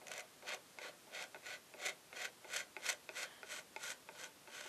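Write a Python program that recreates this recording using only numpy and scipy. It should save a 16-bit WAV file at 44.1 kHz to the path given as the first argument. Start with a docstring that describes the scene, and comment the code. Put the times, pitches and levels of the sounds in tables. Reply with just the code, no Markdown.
"""Dry, rasping strokes, about three a second: a steel card scraper on an old wooden handle in a vise.
The blade lands with a small knock, then tears through grime: dense tiny fractures ring blade and
handle, the edge bites and chatters, chips snap off. One microphone, close to the vise,
in a small, dry workshop with a quiet hiss and a faint hum behind the work."""
import sys
import numpy as np
from scipy import signal
from scipy.fft import rfft, irfft
from scipy.io import wavfile

SR = 44100
rng = np.random.default_rng(int(sys.argv[2]) if len(sys.argv) > 2 else 0)


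def to_wav(sig):
    """Store sig (one row per channel, or 1-D mono) as 16-bit WAV at the path in sys.argv[1].

    Samples outside -1..1 are clipped; the rate is SR.
    """
    pcm = np.clip(np.atleast_2d(sig), -1, 1) * 32767
    pcm = np.round(pcm).astype(np.int16)
    wavfile.write(sys.argv[1], SR, pcm.T)  # frames by channels


N = 206639
TIME = np.arange(N) / SR
RING_TIME = TIME[:4096]
LIGHT_DB = -24.5  # a barely touching edge against a firm one

# Strokes along the handle, with relative levels; gained_db is pressure added during the hold.
# firm_s, held_s, rise_s, level_db, gained_db, hiss_db, body_db, rock_db
STROKE_PLAN = [ (0.125, 0.077, 0.09, -52, -3, -9.5, -1.5, -3.5),
               (0.478, 0.059, 0.041, -44.5, 0.5, -12, -5.5, -1),
               (0.818, 0.069, 0.045, -51, -0.5, -10, -3, 1),
               (1.148, 0.089, 0.047, -48, -2.5, -9.5, -7, -2.5), (1.464, 0.084, 0.055, -49, 1, -9, -9.5, 0),
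               (1.82, 0.078, 0.062, -45.5, 2.5, -7.5, -8, 6), (2.168, 0.089, 0.057, -47, 3.5, -8, -7.5, 3),
               (2.526, 0.081, 0.086, -45.5, 3.5, -5.5, -9, -1.5), (2.853, 0.067, 0.06, -44, 0, -4.5, -9, 2),
               (3.168, 0.074, 0.064, -46, 0.5, -5.5, -9.5, 3.5),
               (3.514, 0.078, 0.081, -49, -3, -3.5, -9.5, -2),
               (3.833, 0.088, 0.066, -47.5, -1.5, -3, -9.5, 0.5),
               (4.198, 0.065, 0.11, -53, -2.5, -5, -5.5, -7), (4.545, 0.14, 0.1, -53.5, -3, -6, -7.5, -2), ]


def scraping(body_lag_s=0.0077, body_slope=0.44, hiss_slope=1.15, hiss_bite=1.33):
    """Close up, each stroke tears a stream of fractures: wood answers a light touch, hiss needs force."""
    slip, dig_db = bites()
    tearing = grains(per_s=7000, spread_db=3.5) * slip
    out = np.zeros(N)
    for firm_s, held_s, rise_s, level_db, gained_db, hiss_db, body_db, rock_db in STROKE_PLAN:
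        edge_db = pressure(firm_s, held_s, rise_s, gained_db)
        wood_db = pressure(firm_s, held_s + body_lag_s, rise_s, gained_db)  # the wood sounds on a little
        active = wood_db > 2 * LIGHT_DB
        response = fracture(firm_s, rasp_db=1.5, rock_db=rock_db)
        bands = [(200, 1000, body_db - 1.5 + body_slope * wood_db + dig_db),  # wood
                 (1000, 5000, edge_db - 0.5 + dig_db),  # blade
                 (5000, 15000, hiss_db - 1 + hiss_slope * edge_db + hiss_bite * dig_db)]  # fine hiss
        for lo_hz, hi_hz, band_db in bands:
            force = tearing[active] * undb(level_db + band_db[active])
            add(out, TIME[active][0], signal.fftconvolve(force, unit(band(response, lo_hz, hi_hz))))
    return out


def pressure(firm_s, held_s, rise_s, gained_db, lift_s=0.039):
    """Pressure of the edge through one stroke, in dB about its firm level: rise, hold, lift."""
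    rising = np.maximum(firm_s - TIME, 0) / rise_s
    holding = np.clip((TIME - firm_s) / held_s, 0, 1)
    lifting = np.maximum(TIME - firm_s - held_s, 0) / lift_s
    return LIGHT_DB * (rising + lifting) + gained_db * (holding - .5)


# The edge digs in: start_s, length_s, extra_db
EDGE_BITES = [(0.527, 0.015, -0.5), (1.156, 0.014, -1.5), (1.201, 0.018, 1.5), (1.853, 0.02, 7.5),
              (1.882, 0.014, 4), (2.214, 0.015, 3.5), (2.246, 0.011, 5), (2.533, 0.016, 5),
              (2.561, 0.0086, 10), (2.887, 0.019, 8), (3.172, 0.024, 2.5), (4.233, 0.0067, 5),
              (4.606, 0.006, 6)]


def bites(chatter_hz=330, depth=0.33, unevenness=0.5, ramp_s=0.0032):
    """Force on the edge, pulsing with uneven stick and slip, and the extra dB of digging in."""
    dig_db = np.zeros(N)
    for start_s, length_s, extra_db in EDGE_BITES:
        inside_s = np.minimum(TIME - start_s, start_s + length_s - TIME)
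        dig_db += extra_db * np.clip(inside_s / ramp_s + .5, 0, 1)
    wander = np.repeat(rng.standard_normal(N // 128 + 1), 128)[:N]
    phase = np.cumsum(chatter_hz * np.exp(unevenness * wander)) / SR % 1
    slip = np.exp(-2 * depth * phase)
    return slip / np.sqrt(np.mean(slip ** 2)), dig_db


# Where the edge rides along the handle: time_s, position (-1 to 1)
EDGE_PATH = [(0.1, -0.67), (0.85, -0.23), (1.85, -0.98), (2.55, -0.23), (3.2, 0.14), (3.55, 1), (4.6, 1)]


def fracture(time_s, rasp_db, rock_db=0):
    """One tiny fracture; the place of the edge on the handle decides which modes it drives."""
    _, _, scraped_db, _, travel_db = np.transpose(TOOL_MODES)
    position = np.interp(time_s, *np.transpose(EDGE_PATH))
    mode_db = scraped_db + travel_db * position
    mode_db[0] += rock_db  # the lowest mode is the handle rocking in the jaws
    return ring(mode_db, rasp_db)


# Modes of handle and blade: pitch_hz, half_width_hz, scraped_db, knocked_db, travel_db (per unit position)
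TOOL_MODES = [(386, 24, -10, 5, 0), (520, 50, -5, -8, 0), (590, 22, 0, 2, 0), (637, 24, -7, 1, -1),
              (731, 34, -5, -6, -3), (880, 40, -12, 6.5, 4), (948, 80, -12, -12, 3), (1130, 60, -9, -10, 1),
              (1455, 70, 1, 2, 2), (1568, 40, -1, -1, 2), (2015, 110, -1, -10, -2), (2165, 88, -1, 6, -3),
              (2428, 80, -3, 3, -1), (2587, 72, -4, 4, -2), (3045, 60, -7, -13, 2), (3221, 80, -3, -7, 1),
              (3590, 190, -7, -3, -1), (3943, 250, -10, -5, 0), (4340, 130, -6, -7, -1),
              (4888, 300, -14, -5, 0), (5836, 260, -15, -13, -2), (6218, 100, -3, -8, 0),
              (7055, 110, -4, -7, -1), (7451, 280, -15, -12, 0), (8030, 240, -8, -12, 2)]
# Broad colour of the tearing grime: frequency_hz, relative_db
GRIME_RASP = [(80, -36.5), (200, -23), (400, -38), (800, -30), (1200, -15), (1800, -9), (2900, -12.5),
              (4000, -34), (5100, -16), (6500, -11), (8400, -18), (9400, -21), (11300, -19), (13000, -23)]


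def ring(mode_db, rasp_db, grip_db=1):
    """Handle and blade answer an impulse: modes over a broad rasp, a little different with every grip."""
    pitch_hz, half_width_hz = np.array(TOOL_MODES).T[:2, :, None]
    height = undb(mode_db + grip_db * rng.standard_normal(len(TOOL_MODES)))[:, None]
    offset_hz = np.fft.rfftfreq(len(RING_TIME), 1 / SR) - pitch_hz
    peaks = height / (1 + (offset_hz / half_width_hz) ** 2)
    rasp = undb(rasp_db) * gains(GRIME_RASP, len(RING_TIME))
    return click(np.sqrt(np.sum(peaks ** 2, axis=0) + rasp ** 2))


# Chips of grime snap off: start_s, peak_db
GRIME_CHIPS = [(0.069, -38), (0.082, -38), (0.116, -31), (0.137, -36.5), (0.167, -44), (0.179, -35),
               (0.195, -36.5), (0.205, -39), (0.49, -36), (0.535, -35), (0.545, -36), (1.224, -35.5),
               (1.239, -38.5), (2.864, -29), (2.89, -35), (2.927, -33.5), (3.231, -32), (3.903, -30),
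               (3.91, -41), (4.242, -35.5), (4.647, -48), (4.662, -42)]


def chips(crumble_s=0.0025):
    """A chip breaks off with a few milliseconds of crumbling."""
    out = np.zeros(N)
    for start_s, peak_db in GRIME_CHIPS:
        force = rng.standard_normal(len(RING_TIME)) * np.exp(-RING_TIME / crumble_s)
        ringing = signal.fftconvolve(force, fracture(start_s, rasp_db=8))
        snap = band(ringing, 1200, 10700, order=1)
        add(out, start_s, undb(peak_db) * snap / np.abs(snap).max())
    return out


# The blade meets the handle: start_s, level_db (rms of the first 10 ms), contact_ms, settle_trim_db
BLADE_LANDINGS = [(0.016, -59, 0.96, 0), (0.425, -59.5, 0.29, 8), (0.7866, -48, 0.19, -4),
                  (1.07, -63, 1.1, -1.5), (1.346, -49, 0.42, -3.5), (1.3594, -53.5, 0.72, -1),
                  (1.739, -55.5, 0.29, 5.5), (2.129, -51, 0.43, -3), (2.445, -55, 0.62, 3),
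                  (2.766, -44.5, 0.41, -6), (3.091, -45.5, 0.35, -0.5), (3.431, -48.5, 0.37, -3.5),
                  (3.763, -43, 0.24, -15), (4.089, -49, 0.53, 0.5), (4.475, -56.5, 0.47, 1.5),
                  (4.656, -55, 1.5, -7)]


def landings(settle_delay_s=0.006, settle_ms=1.67, settle_db=7, skid_db=-1, skid_s=0.0018):
    """The blade knocks on the handle and skids a moment; the handle settles in the jaws with a thud."""
    out = np.zeros(N)
    knocked_db = np.array(TOOL_MODES)[:, 3]
    skid_shape = RING_TIME * np.exp(-2 * RING_TIME / skid_s)
    for start_s, level_db, contact_ms, settle_trim_db in BLADE_LANDINGS:
        response = band(ring(knocked_db, rasp_db=4), 260, 12000)
        skid = undb(skid_db) * unit(rng.standard_normal(len(RING_TIME)) * skid_shape)
        impact = contact(contact_ms)
        force = impact + signal.fftconvolve(impact, skid)[:len(RING_TIME)]
        knock = signal.fftconvolve(force, response)
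        thud = undb(settle_db + settle_trim_db) * signal.fftconvolve(contact(settle_ms), response)
        gain = undb(level_db) / np.std(knock[:SR // 100])
        add(out, start_s, gain * knock)
        add(out, start_s + settle_delay_s, gain * thud)
    return out


def contact(length_ms):
    """Force of one contact: the longer it lasts, the duller the knock."""
    force = RING_TIME ** 2 * np.exp(-3 * np.pi * RING_TIME / (length_ms * 1e-3))
    return force / force.sum()


def return_rub(firm_s=3.265, held_s=0.065, rise_s=0.087, fade_s=0.29, level_db=-60):
    """On one return the blade stays on the wood and rubs lightly, ringing at two pitches."""
    friction = grains(per_s=8900, spread_db=3)
    low, high = (band(friction, hz - 120, hz + 120, order=1) for hz in (1740, 3100))
    rub = low + high + undb(-8) * band(friction, 430, 2400)
    rising = np.maximum(firm_s - TIME, 0) / rise_s
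    fading = np.maximum(TIME - firm_s - held_s, 0) / fade_s
    return rub / np.std(rub) * undb(level_db + LIGHT_DB * (rising + fading))


def room(direct, wet_db=-15, t60_s=0.15, gap_s=0.003):
    """Bench and cluttered walls give a short, dull tail, faint this close to the vise."""
    t = TIME[:SR // 2]
    tail = rng.standard_normal(len(t)) * np.exp(-np.log(1000) * t / t60_s) * (t > gap_s)
    dull_tail = unit(band(tail, 110, 6700, order=1))
    return direct + undb(wet_db) * signal.fftconvolve(direct, dull_tail)[:N]


# Room tone of the workshop: frequency_hz, relative_db
ROOM_TONE = [(15, -47), (25, -24), (60, -15.5), (140, -3), (314, -1), (620, -4.5), (917, -6), (1400, -6.5),
             (2230, -8), (3210, -9), (7400, -11.5), (12800, -14.5)]
# Mains hum and a thin electrical whine: pitch_hz, rms_db
HUM_TONES = [(60, -96), (120, -95.5), (12013, -81)]


def workshop(air_db=-62):
    """Even hiss and murky air around the microphone, with faint hum."""
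    air = irfft(rfft(rng.standard_normal(N)) * gains(ROOM_TONE, N), N)
    hum = sum(np.sqrt(2) * undb(rms_db) * np.sin(2 * np.pi * (pitch_hz * TIME + rng.random()))
              for pitch_hz, rms_db in HUM_TONES)
    return undb(air_db) * air / np.std(air) + hum


def grains(per_s, spread_db):
    """Dense random impulses, mostly small with a few large ones; rms one."""
    size = undb(spread_db * np.minimum(rng.exponential(size=N), 4))
    impulses = (rng.random(N) < per_s / SR) * size * rng.choice([-1, 1], N)
    return impulses / np.std(impulses)


def click(spectrum):
    """The shortest causal pulse with a given spectrum."""
    cepstrum = irfft(np.log(spectrum))
    cepstrum[1:len(RING_TIME) // 2] *= 2
    cepstrum[len(RING_TIME) // 2:] = 0
    return unit(irfft(np.exp(rfft(cepstrum))))


def gains(outline, size):
    """Gain of a (Hz, dB) outline at each bin of a transform."""
    hz, db = np.transpose(outline)
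    bin_hz = np.fft.rfftfreq(size, 1 / SR)
    return undb(np.interp(np.log(bin_hz + 1), np.log(hz), db))


def band(x, lo_hz, hi_hz, order=3):
    """Band-pass filter."""
    return signal.sosfilt(signal.butter(order, [lo_hz, hi_hz], "band", fs=SR, output="sos"), x)


def undb(db):
    """Decibels to gain."""
    return 10 ** (np.asarray(db) / 20)


def unit(x):
    """Scale to an energy of one."""
    return x / np.sqrt(np.sum(x ** 2))


def add(out, start_s, x):
    """Mix x into out from start_s on."""
    i = int(start_s * SR)
    out[i:i + len(x)] += x[:N - i]


def scene():
    """The work at the vise on one close microphone, in the quiet shop."""
    work = scraping() + chips() + landings() + return_rub()
    return (room(work) + workshop())[None]


def record(dry, top_hz=12750):
    """The recorder cuts the top off steeply."""
    return signal.sosfilt(signal.ellip(10, .2, 60, top_hz, fs=SR, output="sos"), dry)


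dry = scene()
out = record(dry)
to_wav(out)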